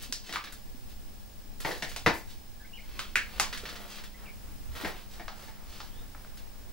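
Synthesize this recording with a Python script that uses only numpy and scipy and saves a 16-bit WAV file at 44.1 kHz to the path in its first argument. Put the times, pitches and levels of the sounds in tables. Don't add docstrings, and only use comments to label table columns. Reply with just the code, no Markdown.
import sys
import numpy as np
from scipy import signal
from scipy.fft import rfft, irfft, next_fast_len
from scipy.io import wavfile
from scipy.ndimage import uniform_filter1d, map_coordinates

SR = 44100
rng = np.random.default_rng(int(sys.argv[2]) if len(sys.argv) > 2 else 0)


def wav_record(signal):
    frames = np.transpose(np.atleast_2d(signal))
    bounded = np.clip(frames, -1, 1)
    quanta = np.round(bounded * 32767).astype(np.int16)
    wavfile.write(sys.argv[1], SR, quanta)


N = 296746

# frequency in Hz, relative density in dB.
LITTER_SPECTRUM = [(100, -24), (300, 11.5), (800, 3.5), (2000, 1), (4500, -0.5), (8000, -2.5), (15000, -1)]
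# frequency in Hz, left-right correlation.
ROOM_CORRELATION = [(150, 0.85), (600, 0.53), (2500, 0.6), (4500, 0.86), (8000, 0.045), (14000, 0.12)]


def feeder_pecks(gain_db=-15, knock_db=-15, knock_follows=0.51, tick_db=-8):
    # start in seconds, relative level in dB, body and edge resonances in Hz,
    # brightness in dB, resonance height in dB, room tail offset in dB.
    pecks = [(0.125, -40.5, 1780, 5440, 4.5, 6.5, -5.5), (0.326, -43.5, 1480, 3700, -0.5, 7, -4),
             (0.358, -27.5, 1190, 3500, -20.5, 10.5, -2), (1.823, -38, 1800, 2190, -4, 10.5, 1),
             (1.962, -39, 790, 2600, -0.5, 2.5, -2), (2.992, -33.5, 1300, 3320, -7.5, 8, -3),
             (3.156, -22.5, 1680, 2440, -12, 11, -1.5), (3.398, -23.5, 1070, 6640, -3.5, 2.5, -3.5),
             (3.575, -48, 1720, 2240, 3.5, 11, -2.5)]
    out = np.zeros((2, N))
    for start_s, db, body_hz, edge_hz, bright_db, ring_db, wet_db in pecks:
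        bands_db = (knock_db + knock_follows * bright_db, 0, bright_db, bright_db + tick_db)
        blow = contact(body_hz, edge_hz, bands_db, ring_db, top_hz=7100, travel_s=0.00093)
        add(out, amp(db + gain_db) * room(blow, wet_db, lag_s=0.000042), start_s)
    return out


def floor_pecks(gain_db=-15, knock_db=-17, tick_db=-22):
    # start in seconds, relative level in dB, body resonance in Hz, brightness in dB.
    pecks = [(5.281, -40, 800, -5.5), (5.803, -45, 870, -0.5), (6.148, -50.5, 820, -24),
             (6.247, -55, 640, -13)]
    out = np.zeros((2, N))
    for start_s, db, body_hz, bright_db in pecks:
        bands_db = (knock_db, 0, bright_db, bright_db + tick_db)
        blow = contact(body_hz, edge_hz=1370, bands_db=bands_db, ring_db=10, top_hz=5560,
                       travel_s=0.00094)
        add(out, amp(db + gain_db) * room(blow, wet_db=-3.5), start_s)
    return out


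def steps(scuff_db=-17.5, knock_db=-7, tick_db=-15, floor_db=-14, weight_db=-11, weight_hz=165):
    # start in seconds, relative level in dB, body resonance in Hz, brightness in dB.
    footfalls = [(0.293, -42, 666, -1), (1.648, -28.5, 890, -6.5), (1.711, -40.5, 1780, 1),
                 (1.823, -33.5, 693, -2.5), (2.062, -16, 1000, -10), (4.847, -29.5, 760, -8.5),
                 (5.197, -41, 696, -10), (5.482, -49, 880, -10)]
    out = np.zeros((2, N))
    for start_s, db, body_hz, bright_db in footfalls:
        bands_db = (knock_db, 0, bright_db, bright_db + tick_db)
        click = contact(body_hz, edge_hz=1860, bands_db=bands_db, ring_db=12, top_hz=4960,
                        travel_s=0.00067)
        blow = scuff(click, decay_s=0.0027, catch=0.73)
        add(out, amp(db + scuff_db) * room(blow, wet_db=1), start_s)
        add(out, amp(db + floor_db) * floor_ring(), start_s)
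        add(out, amp(db + weight_db) * thud(weight_hz), start_s)
    return pan_left(out, db=1.2)


def scratches(gain_db=-16, knock_db=-13, edge_db=-3, edge_follows=0.14, tick_db=-10):
    # start in seconds, relative level in dB, sharpness in dB.
    skids = [(0.024, -50, 14), (0.336, -34.5, -10), (0.44, -41.5, -3), (0.471, -42.5, -28),
             (0.524, -48.5, 10), (1.603, -42.5, 7.5), (1.75, -43, -11), (1.915, -44.5, 1),
             (3.527, -34, -7.5), (3.547, -42.5, -1), (3.654, -37.5, -10.5), (3.69, -39.5, -4.5),
             (3.756, -43, -3), (3.984, -44, -8), (4.038, -46, 1.5), (4.758, -47.5, 1), (6.373, -51, 4)]
    out = np.zeros((2, N))
    for start_s, db, sharp_db in skids:
        bands_db = (knock_db, 0, edge_db + edge_follows * sharp_db, tick_db + sharp_db)
        click = contact(body_hz=1680, edge_hz=3460, bands_db=bands_db, ring_db=3.5, top_hz=5160,
                        travel_s=0.00063)
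        blow = scuff(click, decay_s=0.0034, catch=0.59)
        add(out, amp(db + gain_db) * room(blow), start_s)
    return out


def cage_bumps():
    # start in seconds, level in dB before panning, frequency in Hz.
    bumps = [(0.096, -42, 248), (0.744, -44.5, 240), (2.062, -31, 100), (3.345, -42, 56),
             (3.634, -39.5, 414), (4.683, -39, 63), (4.836, -32, 283)]
    out = np.zeros((2, N))
    for start_s, db, hz in bumps:
        add(out, amp(db) * thud(hz), start_s)
    return pan_left(out, db=3.5)


def contact(body_hz, edge_hz, bands_db, ring_db, top_hz, travel_s):
    knock, body, edge, tick = bands_db
    click_db = [(50, knock - 6), (140, knock + 12), (0.5 * body_hz, knock + 12),
                (0.81 * body_hz, body + 9 - ring_db / 2), (2300, body + 8 - ring_db / 2),
                (3200, edge + 5), (top_hz, edge + 3),
                (1.61 * top_hz, tick + 6), (13000, tick + 4), (16000, tick - 6)]

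    def gain(hz):
        peak = lambda centre_hz, width: 1 / (1 + (np.log((hz + 1) / centre_hz) / width) ** 2)
        resonances = peak(body_hz, width=0.097) + 0.99 * peak(edge_hz, width=0.24)
        return amp(log_interp(click_db, hz) + ring_db * resonances)

    dispersion = lambda hz: np.exp(-4j * np.pi * travel_s * np.sqrt(1000 * hz))
    return np.sqrt(SR) * filtered(min_phase_pulse(gain), dispersion)


def scuff(click, decay_s, catch, size=2048):
    contacts = rng.standard_normal(size) * np.exp(-np.arange(size) / SR / decay_s)
    contacts[0] = catch * np.linalg.norm(contacts)
    spectrum = rfft(contacts)
    whitened = spectrum / np.sqrt(uniform_filter1d(np.abs(spectrum) ** 2, size=5))
    return signal.fftconvolve(click, irfft(whitened)[:size // 2])


def floor_ring(spread_db=1.2, attack_s=0.001, size=SR // 3):
    # frequency in Hz, relative level in dB, T60 in seconds.
    modes = [(91, -14, 0.071), (173, -27, 0.16), (331, -1, 0.26), (462, -4, 0.33), (632, 1, 0.22),
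             (755, -0.5, 0.28), (870, 2.5, 0.26), (1020, -12, 0.28), (1660, -14, 0.28), (1970, -22, 0.22),
             (2184, -16, 0.22), (3730, -13, 0.23), (4400, -32, 0.11)]
    hz, db, t60_s = np.transpose(modes)[:, :, None]
    t = np.arange(size) / SR
    decay = amp(db + spread_db * rng.standard_normal(hz.shape) - 60 * t / t60_s)
    partials = decay * np.sin(2 * np.pi * (hz * t + rng.random(hz.shape)))
    return partials.sum(axis=0) * (1 - np.exp(-t / attack_s))


def thud(hz, cycles=2.1, size=SR // 4):
    turns = hz * np.arange(size) / SR
    age = turns / cycles
    return np.sin(2 * np.pi * turns) * 2 * age * np.exp(1 - 2 * age)


def litter_strokes(grains_per_s=700, spread_db=5, swish=0.27, size=SR // 2):
    # peak time in seconds, level in dB, half length in seconds, colour centre in Hz.
    strokes = [(0.013, -43.5, 0.033, 3200), (0.274, -45.5, 0.042, 2940), (0.343, -40.5, 0.016, 1800),
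               (0.903, -53.5, 0.018, 3000), (1.687, -37, 0.045, 870), (1.743, -50.5, 0.1, 6000),
               (1.894, -42.5, 0.01, 5100), (2.154, -45.5, 0.032, 10000), (2.301, -51.5, 0.026, 4040),
               (2.999, -51.5, 0.17, 1940), (3.363, -45, 0.11, 1550), (3.756, -49, 0.34, 1290),
               (3.932, -45, 0.044, 2760), (4.191, -51, 0.016, 1970), (4.81, -41.5, 0.081, 1530),
               (4.871, -40.5, 0.024, 1000), (4.965, -47.5, 0.054, 1760), (5.131, -51, 0.044, 4270),
               (5.428, -54.5, 0.082, 4050), (5.757, -51.5, 0.089, 2800)]
    out = np.zeros((2, N))
    t = (np.arange(size) - size // 2) / SR
    for peak_s, db, half_s, centre_hz in strokes:
        grains = (rng.random(size) < grains_per_s / SR) * rng.standard_normal(size)
        grains *= amp(spread_db * np.minimum(rng.exponential(size=size), 2))
        grit = litter_colour(unit_rms(grains) + swish * rng.standard_normal(size), centre_hz)
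        stroke = grit * amp(db) * np.exp(-(t / half_s) ** 2)
        add(out, room(stroke[t >= -peak_s]), peak_s + t[0])
    return out


def shuffle(swing_db=3, swing_per_s=12):
    # time in seconds, level in dB.
    contour = [(3.5, -66.5), (5.2, -60), (5.8, -58.5), (6.73, -64.5)]
    times_s, levels_db = np.transpose(contour)
    db = np.interp(np.arange(N) / SR, times_s, levels_db, left=-200, right=-200)
    envelope = amp(db + swing_db * wobble(swing_per_s))
    return envelope * litter_colour(stereo_noise(ROOM_CORRELATION), centre_hz=1100)


def litter_colour(x, centre_hz, focus_db=3):
    cut_db = lambda hz: focus_db * np.minimum(np.log2((hz + 1) / centre_hz) ** 2, 4)
    return unit_rms(filtered(x, lambda hz: amp(log_interp(LITTER_SPECTRUM, hz) - cut_db(hz))))


def peeps(quaver=0.034, quaver_per_s=495, rasp_db=2, rasp_per_s=268, overtone_db=-22):
    # start and length in seconds, first, middle and last pitch in Hz, level in dB.
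    calls = [(2.595, 0.066, 1580, 1690, 1470, -52), (2.638, 0.03, 1590, 2130, 2230, -52),
             (2.728, 0.035, 2470, 3000, 2730, -45), (2.769, 0.0403, 2780, 2170, 2510, -44),
             (4.14, 0.021, 1880, 2130, 1950, -52), (4.25, 0.042, 2940, 2450, 2060, -47.5),
             (4.287, 0.025, 2530, 2350, 2550, -46.5), (5.88, 0.15, 3150, 3400, 3850, -59)]
    out = np.zeros((2, N))
    for start_s, length_s, first_hz, middle_hz, last_hz, db in calls:
        progress = np.linspace(0, 1, round(length_s * SR))
        arc = np.polyfit([0, 0.5, 1], [first_hz, middle_hz, last_hz], 2)
        pitch_hz = np.polyval(arc, progress) * (1 + quaver * wobble(quaver_per_s, len(progress)))
        phase = 2 * np.pi * np.cumsum(pitch_hz) / SR
        swell = np.abs(np.sin(np.pi * progress)) ** 0.51
        envelope = swell * amp(db + rasp_db * wobble(rasp_per_s, len(progress)))
        voice = envelope * (np.sin(phase) + amp(overtone_db) * np.sin(2 * phase))
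        add(out, room(voice, wet_db=-5), start_s)
    return out


def room(sound, wet_db=0, lag_s=0.000025, bounce=0.66, bounce_s=0.0018, build_s=0.0023, size=SR // 3):
    # frequency in Hz, T60 in seconds.
    decay_times = [(150, 0.18), (600, 0.32), (1200, 0.25), (2000, 0.28), (4500, 0.27), (9000, 0.21),
                   (15000, 0.17)]
    # frequency in Hz, tail level re the direct sound in dB before wet_db.
    tail_levels = [(200, 12), (1000, 6), (2000, 3.5), (4500, 10.5), (9000, 6), (15000, 7)]
    hz, t, noise = signal.stft(stereo_noise(ROOM_CORRELATION, size), SR, nperseg=128)
    t60_s = log_interp(decay_times, hz)[:, None]
    fade = amp(log_interp(tail_levels, hz)[:, None] + wet_db - 60 * t / t60_s)
    fade *= np.sqrt(2 * np.log(1000) / (t60_s * SR))
    path = signal.istft(noise * fade, SR, nperseg=128)[1][:, :size]
    path *= 1 - np.exp(-(np.arange(size) / SR / build_s) ** 2)
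    path[:, 0] += 1
    path[:, round(bounce_s * SR * np.exp(0.15 * rng.standard_normal()))] += bounce
    path[1] = np.roll(path[1], round(lag_s * SR))
    path /= np.sqrt(np.sum(path ** 2) / 2)
    return signal.fftconvolve(sound[None], path, axes=1)


def rumble(level_db=-43.5, swing_db=1.5, swing_per_s=2.71):
    # frequency in Hz, relative density in dB.
    spectrum = [(5, 2.5), (14, 7.5), (22, 8), (34, -8.5), (52, -1.5), (72, -8.5), (105, -12), (160, -19),
                (280, -17), (600, -38)]
    noise = stereo_noise(correlation=[(24, -0.17), (45, 0.92), (200, 0.06)])
    low = unit_rms(filtered(noise, lambda hz: amp(log_interp(spectrum, hz))))
    return amp(level_db + swing_db * wobble(swing_per_s)) * low


def room_tone(level_db=-57, band_hz=5200, width_hz=300, band_db=5):
    # frequency in Hz, relative density in dB.
    spectrum = [(71, -44.5), (120, -13), (173, -20), (203, -12.5), (270, -21.5), (311, -18.5), (414, -12.5),
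                (776, -13.5), (1510, -23), (1640, -16.5), (1820, -21.5), (3210, -22), (5010, -22.5),
                (12200, -30), (15300, -27)]
    # frequency in Hz, left-right correlation.
    correlation = [(150, 0.26), (500, 0.092), (1400, 0.22), (4000, 0.39), (8000, 0.021), (15000, 0.18)]
    lift_db = lambda hz: band_db * np.exp(-((hz - band_hz) / width_hz) ** 2)
    hiss = filtered(stereo_noise(correlation), lambda hz: amp(log_interp(spectrum, hz) + lift_db(hz)))
    return amp(level_db) * unit_rms(hiss)


def hum(hz=206.6, level_db=-62, drift_rad=0.19, swing_db=2.5):
    tone = np.sin(2 * np.pi * hz * np.arange(N) / SR + drift_rad * wobble(3.95))
    return pan_left(tone * amp(level_db + swing_db * wobble(1.3)), db=1.5)


def whine(gain_db=2, drift_rad=0.2):
    # frequency in Hz, relative level in dB.
    tones = [(15575, -71), (15625, -62), (15675, -71)]
    t = np.arange(N) / SR
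    return sum(amp(db + gain_db) * np.sin(2 * np.pi * hz * t + drift_rad * wobble(60))
               for hz, db in tones)


def amp(db):
    return 10 ** (np.asarray(db) / 20)


def unit_rms(x):
    return x / np.sqrt(np.mean(x ** 2) + 1e-20)


def pan_left(x, db):
    return x * amp([[db], [-db]])


def log_interp(points, hz):
    knots_hz, values = np.transpose(points)
    return np.interp(np.log(hz + 1), np.log(knots_hz + 1), values)


def wobble(knots_per_s, size=N):
    knots = rng.standard_normal(int(size * knots_per_s / SR) + 4)
    return map_coordinates(knots, [np.arange(size) * knots_per_s / SR])


def filtered(x, response):
    size = x.shape[-1]
    padded = next_fast_len(size + 4096)
    return irfft(rfft(x, padded) * response(np.fft.rfftfreq(padded, 1 / SR)), padded)[..., :size]


def stereo_noise(correlation, size=N):
    angle = lambda hz: np.arccos(np.clip(log_interp(correlation, hz), -1, 1)) / 2
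    shares = lambda hz: np.array([np.cos(angle(hz)), np.sin(angle(hz))])
    mid, side = filtered(rng.standard_normal((2, size)), shares)
    return np.array([mid + side, mid - side])


def min_phase_pulse(gain, size=2048):
    cepstrum = irfft(np.log(np.maximum(gain(np.fft.rfftfreq(size, 1 / SR)), 1e-7)))
    cepstrum[1:size // 2] *= 2
    cepstrum[size // 2 + 1:] = 0
    return irfft(np.exp(rfft(cepstrum)))


def add(track, sound, start_s):
    start = max(round(start_s * SR), 0)
    track[:, start:start + sound.shape[-1]] += sound[..., :N - start]


def scene():
    impacts = feeder_pecks() + floor_pecks() + steps() + scratches() + cage_bumps()
    birds = impacts + litter_strokes() + shuffle() + peeps()
    return birds + rumble() + room_tone() + hum() + whine()


def record(dry, top_hz=16000):
    return filtered(dry, lambda hz: hz < top_hz)


dry = scene()
out = record(dry)
wav_record(out)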